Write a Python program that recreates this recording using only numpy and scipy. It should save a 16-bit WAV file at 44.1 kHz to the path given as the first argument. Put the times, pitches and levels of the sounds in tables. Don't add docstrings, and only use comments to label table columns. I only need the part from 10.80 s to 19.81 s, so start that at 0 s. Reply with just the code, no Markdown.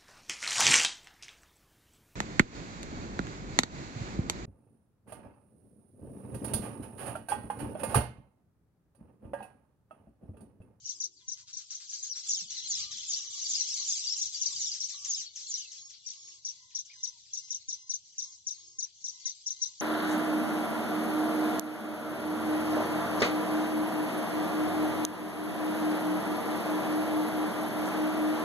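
import sys
import numpy as np
from scipy import signal
from scipy.fft import rfft, irfft, next_fast_len
from scipy.io import wavfile
from scipy.ndimage import uniform_filter1d

SR = 44100
rng = np.random.default_rng(int(sys.argv[2]) if len(sys.argv) > 2 else 0)


def ratio_of_db(decibels):
    return 10 ** (np.asarray(decibels, float) / 20)


def put_to_file(sound):
    columns = np.atleast_2d(sound).T
    safe = np.clip(columns, -1, 1)
    whole_steps = np.round(safe * 32767)
    wavfile.write(sys.argv[1], SR, whole_steps.astype(np.int16))


N = 397341

# (time [s], peak level [dB], top pitch [Hz],
# second stroke re first [dB], second stroke delay [s])
CHIRPS = [(0.0584, -39.5, 5996, 4, 0.033), (0.2065, -35.5, 6110, 1.5, 0.032), (0.484, -38, 6105, 0, 0.032),
          (0.7338, -44, 5960, 3.5, 0.035), (0.9097, -42, 6130, 2, 0.038), (1.097, -42.5, 6150, 3.5, 0.036),
          (1.231, -37, 6490, -5, 0.036), (3.417, -34.5, 6000, 0.5, 0.039), (3.618, -32.5, 6000, 0.5, .039),
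          (4.006, -33, 5880, -1.5, 0.033), (5.2664, -41.5, 5870, -0.5, 0.034),
          (5.653, -36.5, 5940, -3, 0.031), (5.9525, -36.5, 5926, -1, 0.035),
          (6.2347, -34.5, 5980, -5, 0.037), (6.5382, -37, 5980, -1, 0.034), (6.7091, -35, 6020, -3, 0.035),
          (6.89, -35.5, 5940, -4, 0.036), (7.0986, -35, 6040, -1, 0.038), (7.3853, -36, 6020, -0.5, 0.036),
          (7.6712, -37, 5970, -1, 0.036), (7.9907, -35.5, 6040, 1, 0.033), (8.2457, -36, 5990, -0.5, 0.034),
          (8.459, -34.5, 6000, -3, 0.034), (8.6667, -34.5, 5965, -2, 0.037),
          (8.8207, -32.5, 6040, -7, 0.036), (9.0029, -39.5, 6060, -17.5, 0.043)]
# (time [s], level [dB])
CHITS = [(1.704, -44.5), (2.113, -44.5), (2.169, -45.5), (2.432, -47), (3.53, -48), (3.936, -41.5),
         (4.09, -43), (4.245, -40.5), (4.4, -45.5), (4.557, -45), (4.915, -48.5), (5.095, -52.5),
         (5.275, -55.5), (5.47, -56.5), (5.902, -56.5), (6.051, -55), (6.45, -62), (6.68, -57.5),
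         (7.33, -62), (7.76, -65.5), (8.05, -59.5), (8.399, -54.5)]
# (frequency [Hz], level [dB per Hz])
COLOUR = [(760, -56.5), (1300, -28), (1780, -34), (2180, -29), (2600, -26), (3090, -16), (5990, 3),
          (7140, -4), (7640, 3.5), (8000, -11.5), (8500, -62), (17600, -120)]
# (left-right [dB], left port delay [samples])
PERCH = dict(chirp=(6, 4), slur=(0, 5), chit=(5, 1), pip=(5, 2), rasp=(3, 3), nasal=(-1, -9))


def rms_one(x):
    return x / np.sqrt(np.mean(x ** 2) + 1e-20)


def at_hz(points, hz):
    table_hz, table_db = np.transpose(points)
    return np.interp(np.log(hz + 1), np.log(table_hz), table_db)


def coloured(x, points):
    size = next_fast_len(N)
    gain = ratio_of_db(at_hz(points, np.fft.rfftfreq(size, 1 / SR)))
    return irfft(rfft(x, size) * gain, size)[..., :N]


def band(x, low_hz, high_hz):
    sos = signal.butter(3, [low_hz, high_hz], "band", fs=SR, output="sos")
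    return rms_one(signal.sosfilt(sos, x))


def flutter(size, rate_hz):
    steps = np.arange(size) * rate_hz / SR
    count = int(steps[-1]) + 2
    targets = np.random.default_rng(rng.integers(1 << 30)).standard_normal(count)
    return np.interp(steps, np.arange(count), targets)


def swells(rows, rise):
    t = np.arange(0, N + 128, 128) / SR
    power = 0
    for s, db, fade_s in rows:
        falling = (t - s) / max(fade_s, .02)
        rising = (s - t) / max(rise * fade_s, .01)
        power = power + ratio_of_db(2 * db - 20 * np.maximum(falling, rising))
    return np.interp(np.arange(N) / SR, t, power)


def add(out, at_s, sound, perch):
    pan_db, lag = perch
    start = round(at_s * SR)
    for channel, i, gain in (out[0], start + lag, ratio_of_db(pan_db / 2)), (out[1], start, ratio_of_db(-pan_db / 2)):
        channel[i:i + len(sound)] += gain * sound[:max(N - i, 0)]


def whistle(voice, overtones_db, rough_db):
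    s, hz, level_db = np.transpose(voice)
    t = np.arange(s[0], s[-1], 1 / SR)
    pitch_hz = np.interp(t, s, hz) * (1 + .012 * flutter(len(t), 60))
    phase = 2 * np.pi * np.cumsum(pitch_hz) / SR
    tone = np.sin(phase)
    for k, db in enumerate(overtones_db, 2):
        overtone_hz = k * pitch_hz
        tone += ratio_of_db(db + at_hz(COLOUR, overtone_hz)) * np.sin(k * phase) * (overtone_hz < 8200)
    rough = rough_db * np.minimum(flutter(len(t), 450), 1)
    return tone * ratio_of_db(np.interp(t, s, level_db) + rough)


def repeated(events, voices, overtones_db, rough_db, gain_db, perch):
    out = np.zeros((2, N))
    for s, db in events:
        for voice in voices:
            sung = whistle(voice, overtones_db, rough_db)
            add(out, s + voice[0][0], ratio_of_db(db + gain_db) * sung, perch)
    return out


def leaves(x, t60_s, wet_db):
    t = np.arange(round(.35 * SR)) / SR
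    scatter = rng.standard_normal((2, len(t))) * ratio_of_db(-60 * t / t60_s) * np.minimum(t / 0.0051, 1)
    scatter = scatter / np.sqrt(np.sum(scatter ** 2, axis=1, keepdims=True))
    wet = signal.fftconvolve(x[:1], scatter, axes=1)[:, :N]
    return x + ratio_of_db(wet_db) * ratio_of_db([[0], [-3.5]]) * wet


def wind():
    # (frequency [Hz], level [dB per Hz])
    air = [(15, -55), (25, -21.5), (43, -12.5), (117, -3), (228, -18.5), (362, -25), (743, -42), (900, -30),
           (1300, -56)]
    # (time [s], level [dB], fade by 10 dB [s])
    gusts = [(.03, -69, 0.04), (.5, -76.5, .5), (1.57, -71.5, 0.12), (2.03, -66.5, 0.22), (2.5, -71, -0.46),
             (3.1, -82.5, 1.2), (3.46, -65, -0.08), (3.77, -74, 0.3), (4.39, -67, -0.5), (5.44, -82, 0),
             (6.53, -84, 1)]
    # (time [s], level [dB], fade by 10 dB [s])
    flights = [(1.64, -80, 0), (1.7, -91.5, 0.5), (2.155, -79.5, 0.05), (2.76, -77, 0.2),
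               (3.12, -75, -0.06), (3.46, -80.5, 0.2), (3.22, -72, 0.01), (3.72, -80, 0.07),
               (3.93, -78, 0.12), (4.27, -92.5, 0.1)]
    breeze_db, stir_db = -82.5, -105
    gust = np.sqrt(ratio_of_db(2 * breeze_db) + swells(gusts, rise=0.88))
    flight = np.sqrt(ratio_of_db(2 * stir_db) + swells(flights, rise=0.58))
    noise = coloured(rng.standard_normal((2, N)) + 1.3 * rng.standard_normal(N), air)
    rumble = gust * ratio_of_db(1.7 * flutter(N, 13.0)) * band(noise, 24, 270)
    feathers = [(150, -42.5), (260, -7.0), (380, -4.5), (500, -14.5), (800, -7.5), (1100, -29.0)]
    wings = rms_one(coloured(rng.standard_normal((2, N)), feathers))
    wings = flight * ratio_of_db(4.5 * flutter(N, 29)) * wings * ratio_of_db([[2.5], [-2.5]])
    return rumble + wings + ratio_of_db(-93) * band(noise, 500, 1500)


def buffets():
    # (time [s], peak level [dB], centre frequency [Hz])
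    thumps = [(1.615, -55.5, 158.4), (1.888, -63.5, 131), (1.946, -63, 146), (2.074, -62, 129),
              (2.145, -63, 177), (2.45, -69.5, 118), (2.704, -61, 168), (2.789, -66.5, 109),
              (3.062, -69, 186), (3.237, -70, 119), (3.451, -58.5, 109.7), (3.751, -60, 116),
              (4.188, -73, 121), (4.325, -69, 118)]
    gain_db, front_db, fade_s, front_fade_s = -3, -13.5, .03, .013
    out, t = np.zeros((2, N)), np.arange(0, .15, 1 / SR)
    for s, db, hz in thumps:
        phase = 2 * np.pi * np.cumsum(hz * (1 + .25 * flutter(len(t), 60))) / SR
        puff = np.sin(phase) * ratio_of_db(3 * flutter(len(t), 50)) * np.exp(-t / fade_s)
        front = band(rng.standard_normal(len(t)), 220, 550) * np.exp(-t / front_fade_s)
        thump = (puff + ratio_of_db(front_db) * front) * np.minimum(t / .008, 1)
        add(out, s, ratio_of_db(db + gain_db) * thump, (3, 0))
    return out


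def dove():
    # (time [s], length [s], level [dB])
    murmurs = [
        (0.0, 0.51, -79.5),
        (2.395, 0.21, -84.5),
        (2.689, 0.21, -77.5),
        (3.757, 0.4, -87),
        (5.36, 0.25, -85),
        (7.72, 0.4, -83),
    ]
    t = np.arange(N) / SR
    held = 0
    for s, length_s, db in murmurs:
        held = held + ratio_of_db(db) * np.sin(np.pi * np.clip((t - s) / length_s, 0, 1)) ** 0.41
    breath = band(rng.standard_normal((2, N)) + rng.standard_normal(N), 290, 406)
    return held * ratio_of_db(2.9 * flutter(N, 13)) * breath * ratio_of_db([[2.5], [-2.5]])


def nasal():
    # (time [s], length [s], top pitch [Hz], level [dB], overtones [dB])
    calls = [(0.088, 0.12, 1090, -82, -1), (0.387, 0.09, 1020, -82, -4), (0.539, 0.12, 1030, -77, -13),
             (1.948, 0.19, 1216, -74.5, -23), (2.32, 0.34, 1172, -73.5, -5),
             (2.905, 0.22, 1125, -72.5, -25), (3.204, 0.19, 1108, -73.5, -21), (3.607, 0.17, 1113, -71, 6),
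             (4.108, 0.29, 1168, -74.5, -5.5), (4.605, 0.19, 1100, -86.5, -10),
             (4.948, 0.19, 1096, -81.5, 22), (5.33, 0.29, 1102, -79, 16.5), (5.723, 0.26, 1018, -77, 1.5),
             (6.1, 0.28, 1019, -75, 9), (6.597, 0.16, 1034, -75.5, 12), (6.91, 0.24, 1027, -77.5, 12.5),
             (7.386, 0.2, 1066, -77, 15), (7.701, 0.34, 1080, -87, 22.5), (7.931, 0.15, 1040, -81, -4),
             (8.307, 0.19, 1033, -74.5, -2), (8.72, 0.25, 1031, -74, 8)]
    # (multiple of the pitch [1], level [dB])
    overtones = [(2, 0), (3, -20), (4, -8), (5, 1), (6, 6), (7, -14)]
    rise, sag, top_at = .025, .085, .3
    out = np.zeros((2, N))
    for start_s, length_s, top_hz, db, bright_db in calls:
        part = np.linspace(0, 1, round(length_s * SR))
        size = len(part)
        arch = np.interp(part, [0, top_at, 1], [-np.sqrt(rise), 0, sag ** .25])
        arch = np.where(arch < 0, arch ** 2, arch ** 4)
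        pitch_hz = top_hz * (1 - arch) * (1 + .006 * flutter(size, 40) + .009 * flutter(size, 160))
        phase = 2 * np.pi * np.cumsum(pitch_hz) / SR
        hoarse_db = 3 * flutter(size, 120)
        upper = 0
        for k, level_db in overtones:
            upper = upper + ratio_of_db(level_db + bright_db * (k > 2) + hoarse_db) * np.sin(k * phase)
        low_db = -5 + 3 * (part - .6) + 4.5 * flutter(size, 25) + 5 * flutter(size, 130)
        call = ratio_of_db(low_db) * np.sin(phase) + upper * (1 - part ** 3)
        add(out, start_s, ratio_of_db(db + 5) * call * np.sin(np.pi * part) ** .4, PERCH["nasal"])
    return out


def crowd(count):
    out = np.zeros((2, N))
    for bird in range(count):
        draw = rng.random((900, 4))
        onsets_s = np.cumsum(0.013 + .03 * draw[:, 0] ** 2) - .1
        clock = np.interp(np.arange(N) / SR, onsets_s, np.arange(900))
        note, part = clock.astype(int), clock % 1
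        pitch_hz = 2100 * 1.9 ** draw[note, 1] * (1 - (.08 + .3 * draw[note, 2]) * part)
        pitch_hz *= 1 + .024 * flutter(N, 300)
        phase = 2 * np.pi * np.cumsum(pitch_hz) / SR
        tone = np.sin(phase) + 1.07 * np.sin(2 * phase) + 1.13 * np.sin(3 * phase)
        swell = np.sin(np.pi * part ** 0.55) ** 2 * ratio_of_db(7.7 * draw[note, 3] + 3.2 * flutter(N, 500))
        add(out, 0, tone * swell, (4 + 4 * rng.standard_normal(), bird % 7))
    return rms_one(out)


def chatter():
    # (time [s], level [dB])
    excitement = [(0, -60.5), (.88, -67), (1.21, -57), (1.44, -37.5), (1.68, -49.5), (2.0, -38.5),
                  (2.09, -46), (2.46, -39.5), (2.78, -33), (3.38, -35.5), (3.5, -38), (3.84, -35.5),
                  (4.2, -42), (4.44, -42), (4.52, -63.5), (5.2, -59.5), (5.61, -64), (9.0, -60)]
    # (time [s], level [dB], low voices re level [dB], fade by 10 dB [s])
    outbursts = [(0.097, -41, -12.5, 0.1), (.24, -41.5, -18.5, 0.02), (0.521, -50, -8, 0.09),
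                 (0.788, -45, -7.5, 0.08), (0.942, -43, -9, 0.07), (1.136, -39, -11, 0.13),
                 (1.268, -41.5, -24.5, -1.15), (1.54, -35.5, -15, 0.14), (1.794, -39.5, -5, 0.26),
                 (1.92, -37, -18, -0.64), (1.998, -43, 3, 0.52), (2.317, -37.5, -6.5, 0.26),
                 (4.38, -43.5, -3, 0), (4.63, -39.5, -11, 0.1043), (4.78, -42, -3, 0.1569),
                 (4.97, -48, -12.5, 0.05), (5.309, -47.5, -3.5, 0.12), (5.531, -54, -7, 0.5),
                 (5.702, -50, -3.5, 0.13), (5.99, -50, 0, 0.01), (6.26, -52.5, -3, 0.25),
                 (6.58, -46, -8.5, 0.09), (6.74, -55.5, -16, 0.74), (6.929, -52.5, -2, 0.3),
                 (7.439, -50, -12.5, 0.24), (7.74, -53, -5, 0.2), (8.291, -48.5, -10, 0.3),
                 (8.479, -54.5, 0, 0.13), (8.85, -49, -5.5, 0.42)]
    # (time [s], depth [dB], half length [s])
    lulls = [(1.33, -5, 0.023), (1.424, -5, 0.03), (1.678, -6, 0.024), (1.913, -5.5, 0.031),
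             (2.091, -5, 0.021), (2.462, -6, 0.039), (3.502, -5, .03), (3.99, -3.5, 0.023),
             (4.203, 0, 0.023), (5.054, -2.5, 0.028), (5.624, -6, 0.036), (6.863, -4.5, .04),
             (7.049, -7.5, 0.056), (7.637, -4.5, 0.026), (8.123, -3.5, .04)]
    steady_db = np.interp(np.arange(N) / SR, *np.transpose(excitement))
    high_bursts = swells([(s, db, fade_s) for s, db, _, fade_s in outbursts], rise=0.57)
    high = np.sqrt(ratio_of_db(2 * steady_db) + high_bursts)

    low_steady_db = -52.5 + 1.174 * (steady_db + 43.5)
    low_bursts = swells([(s, db + low_db, fade_s) for s, db, low_db, fade_s in outbursts], rise=0.81)
    trail = swells([(s + 0.057, -55 + 0.58 * (db + 58.0), 0.046) for s, db in CHITS], rise=0.95)
    low = np.sqrt(ratio_of_db(2 * low_steady_db) + low_bursts + trail)
    lowest = ratio_of_db(-29) * low * np.minimum(low / ratio_of_db(-48), 1) ** .7

    blur_db = -4 + np.clip(-10 * np.log10(high) - 21, 0, 7)
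    blur = rng.standard_normal((2, N)) * ratio_of_db(blur_db + np.array([[2], [-2]]))
    many = leaves(crowd(count=6), t60_s=.14, wet_db=0.0) + blur
    many = coloured(many, [(700, -75)] + COLOUR)

    t = np.arange(0, N, 64) / SR
    lull_db = sum(db * np.exp(-((t - s) / half_s) ** 2) for s, db, half_s in lulls)
    lull = np.interp(np.arange(N) / SR, t, ratio_of_db(lull_db))
    voices = high * band(many, 4300, 9000) + low * band(many, 1700, 4300)
    return lull * (voices + lowest * band(many, 960, 1700))


def rasps(events, length_s, perch):
    out, t = np.zeros((2, N)), np.arange(0, length_s, 1 / SR)
    shape = np.sin(np.pi * (t / t[-1]) ** .45) ** .8
    for s, db in events:
        cycle = np.cumsum(185 * (1 + 0.28 * flutter(len(t), 210)) / SR) % 1
        clicks = np.exp(-cycle / 0.47) * rng.standard_normal(len(t))
        add(out, s - .005, ratio_of_db(db) * clicks * shape, perch)
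    return out


def harsh_voices():
    # (time [s], level [dB])
    harsh_calls = [(.395, -64), (0.574, -51.5), (.675, -51), (0.786, -51), (0.905, -47), (1.0, -48.5),
                   (1.121, -48), (1.23, -49), (1.354, -44.5), (1.46, -50.5)]
    second_strokes = [(s + delay_s, db) for s, db, _, _, delay_s in CHIRPS]
    harsh = ratio_of_db(1.5) * rasps(CHITS, .1, PERCH["rasp"])
    harsh += ratio_of_db(12.5) * rasps(harsh_calls, .075, PERCH["rasp"])
    harsh += ratio_of_db(-14.5) * rasps(second_strokes, .06, PERCH["chirp"])
    return coloured(harsh, [(800, -68.0)] + [(hz, .5 * db) for hz, db in COLOUR])


def pips(gain_db):
    # (time [s], level [dB], start pitch [Hz], length [s])
    short_notes = [(1.492, -27.5, 6060, 0.013), (1.903, -37.5, 6040, 0.01), (2.334, -36.5, 4730, 0.015),
                   (2.332, -34.5, 6100, 0.01), (2.612, -36, 6590, 0.022), (2.653, -36.5, 4750, 0.022),
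                   (2.752, -28.5, 5130, 0.0067), (2.796, -28, 6100, 0.019), (2.938, -31, 6310, 0.013),
                   (3.268, -33.5, 4920, 0.016), (3.321, -32, 5620, 0.014), (3.543, -35.5, 4830, 0.015),
                   (3.759, -36.5, 4950, 0.015), (3.66, -34, 4880, .014), (3.869, -33, 5790, .014),
                   (1.704, -41, 6300, .012), (2.903, -35.5, 5570, 0.0088), (3.297, -34.5, 5390, 0.01),
                   (4.46, -45, 4510, .02), (3.832, -36.5, 5910, 0.018), (3.914, -32, 5000, 0.013),
                   (4.738, -31.5, 5975, 0.016)]
    # (time [s], level [dB], start pitch [Hz], end pitch [Hz], length [s])
    sweeps = [(.352, -64, 5400, 3000, .09), (1.675, -52, 4600, 4400, 0.036), (1.85, -46, 4250, 4100, 0.035),
              (1.9, -43.5, 4800, 3900, 0.049), (1.74, -58, 3700, 4700, 0.09), (4.6, -49.5, 6340, 5990, .06),
              (3.299, -40.5, 5980, 4500, 0.055), (6.095, -57.5, 2150, 2500, 0.027),
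              (6.115, -59.5, 2640, 2100, 0.025), (6.13, -72.5, 2100, 1550, 0.04),
              (8.455, -61.5, 2150, 1980, 0.04), (4.79, -56.5, 3300, 2600, .09),
              (4.77, -41, 6700, 5900, .05), (4.34, -49.5, 4300, 3700, .05),
              (4.66, -48.5, 4500, 3870, 0.046)]
    fall = .06
    notes = [(s, db, hz, hz * (1 - fall), length_s) for s, db, hz, length_s in short_notes]
    part = np.array([0, .2, .5, .8, 1])
    level_db = [-29.0, 2.0, -6.5, -3.0, -33.5]
    out = np.zeros((2, N))
    for s, db, start_hz, end_hz, length_s in notes + list(sweeps):
        glide_hz = end_hz + (start_hz - end_hz) * (1 - part) ** 1.4
        voice = np.transpose([part * length_s, glide_hz, level_db])
        add(out, s, ratio_of_db(db + gain_db) * whistle(voice, [-20], 3), PERCH["pip"])
    return out


def hook():
    # (time [s], level [dB])
    hook_at = [
        (1.29, -35),
    ]
    # (time from onset [s], pitch [Hz], level [dB])
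    hook_voices = [
        [(0, 5880, -22), (.01, 5890, -0.5), (.027, 5740, 3.5), (.04, 4600, -13), (.055, 4060, -11.5),
         (.066, 4000, -23)],
        [(.062, 4260, -20.5), (.068, 5500, -1), (.075, 5780, -4), (.1, 5540, -11.5), (.13, 5200, -26)],
    ]
    return repeated(hook_at, hook_voices, [-20], 2.7, 0, PERCH["pip"])


def chits():
    # (time from onset [s], pitch [Hz], level [dB])
    chit_voices = [
        [(-.005, 3391, -39), (-.001, 3560, 0), (.005, 2990, 5), (.012, 2193, -4), (.022, 1775, -6.5),
         (.034, 1713, -39.5)],
        [(.02, 3704, -36), (.026, 3357, -19.5), (.038, 2014, -12), (.058, 1665, -22.5)],
    ]
    near = [c for c in CHITS if c[1] > -56.5]
    far = [c for c in CHITS if c[1] <= -56.5]
    out = repeated(near, chit_voices, [17, 21], 2, -15, PERCH["chit"])
    return out + repeated(far, chit_voices, [10, 4], 2, -11, PERCH["chit"])


def slurs():
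    # (time [s], level [dB])
    slur_events = [(1.476, -28.5), (1.882, -30.5), (2.275, -32.5), (2.676, -31.5), (3.064, -30),
                   (3.36, -36.5), (3.785, -33.5), (4.276, -30), (4.681, -35)]
    # (time from onset [s], pitch [Hz], level [dB])
    slur_voices = [
        [(-.008, 7880, -22.5), (0, 7395, -11), (.03, 6940, 0), (.04, 6300, 0.5), (.052, 5470, -11),
         (.056, 5300, -36)],
        [(.056, 5770, -36), (.06, 6100, 13), (.066, 6130, -25.5), (.072, 5230, 5.5), (.077, 4880, -37.5)],
        [(.005, 6800, -14), (.02, 6690, -3), (.038, 5710, 1), (.044, 5820, -32)],
        [(.074, 7890, -14.5), (.088, 7180, -9.5), (.112, 6410, -8.5), (.13, 6130, -29)],
        [(.082, 6800, -27.5), (.1, 6286, -7.5), (.125, 5704, -13.5), (.135, 5890, -2.5)],
        [(.028, 5877, -11.5), (.04, 4900, -10), (.055, 4184, -15), (.09, 3417, -17.5), (.125, 2767, -21.5),
         (.14, 2650, -34.5)],
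        [(.11, 5400, -26), (.135, 4350, -16.5), (.165, 3490, -23), (.2, 2850, -32.5)],
    ]
    return repeated(slur_events, slur_voices, [], 2.5, 0, PERCH["slur"])


def chirps(gain_db):
    # (time from stroke [s], pitch [Hz], level [dB])
    first = [
        [(-.004, 5290, -24), (0, 5630, -2), (.006, 5980, 3.5), (.011, 5600, -8), (.014, 4900, -9),
         (.019, 3990, -14), (.032, 3460, -23.5)],
        [(-.007, 5400, -30.5), (-.003, 5880, 3), (.003, 6820, -5), (.009, 6950, -13), (.014, 6400, -37.5)],
    ]
    second = [
        [(-.003, 5400, -28.5), (0, 5790, -0.5), (.004, 6360, 5.5), (.009, 5680, 2), (.014, 5200, -23)],
        [(.008, 5450, -28), (.014, 6050, -15), (.025, 6440, -23), (.045, 6100, -36)],
        [(.01, 5230, -24.5), (.016, 4620, -16.5), (.024, 4000, -22), (.036, 3500, -30)],
    ]
    out = np.zeros((2, N))
    for s, db, top_hz, again_db, delay_s in CHIRPS:
        for at_s, level_db, voices in (s, db, first), (s + delay_s, db + again_db, second):
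            for voice in voices:
                sung = whistle(np.array(voice) * [1, top_hz / 6000, 1], [-6], 3.6)
                vary_db = 2.5 * rng.standard_normal() * (voice is not voices[0])
                add(out, at_s + voice[0][0], ratio_of_db(level_db + gain_db + vary_db) * sung, PERCH["chirp"])
    return out


def scene():
    near = harsh_voices() + pips(gain_db=4.0) + hook() + chits() + slurs() + chirps(gain_db=2.5)
    near = signal.sosfilt(signal.butter(4, 1150, "high", fs=SR, output="sos"), near)
    near = leaves(near + nasal(), t60_s=0.095, wet_db=-2)
    return wind() + buffets() + dove() + chatter() + near


def hush(x):
    # (frequency [Hz], share of the cut [1])
    reach = [(500, .15), (1100, .9), (2600, .9), (3400, .2), (5500, .15), (7000, .12), (8200, .5)]
    # (frequency [Hz], left-right [dB])
    port_tilt = [(6500, 0), (7300, -3.5), (8000, -3)]
    slope, knee_db, most_db = 2.4, -3.5, 18
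    hz, _, cells = signal.stft(x, SR, nperseg=1024, noverlap=640)
    hz, cells = hz[:220], cells[:, :220]
    power = np.sum(abs(cells) ** 2, axis=0)
    power = uniform_filter1d(uniform_filter1d(power, size=3, axis=0), size=7, axis=1)
    around = uniform_filter1d(uniform_filter1d(power, size=15, axis=0), size=15, axis=1)
    near_db = 10 * np.log10(abs(power) + 1e-20)
    around_db = 10 * np.log10(abs(around) + 1e-20)
    cut_db = np.clip(slope * (near_db - around_db - knee_db), -most_db, 0)
    cells = cells * ratio_of_db(cut_db * np.clip(at_hz(reach, hz), 0, 2)[:, None])
    cells = cells * ratio_of_db(np.outer([.5, -.5], at_hz(port_tilt, hz)))[:, :, None]
    cells = np.pad(cells, ((0, 0), (0, 293), (0, 0)))
    return signal.istft(cells, SR, nperseg=1024, noverlap=640)[1][:, :N]


def top_cut(x):
    return signal.sosfilt(signal.butter(12, 8630, fs=SR, output="sos"), x)


def record(dry):
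    low_pass = signal.cheby2(14, 70, 8242 + 450, fs=SR, output="sos")
    mix = hush(signal.sosfilt(low_pass, dry))
    return top_cut(mix)


dry = scene()
out = record(dry)
put_to_file(out)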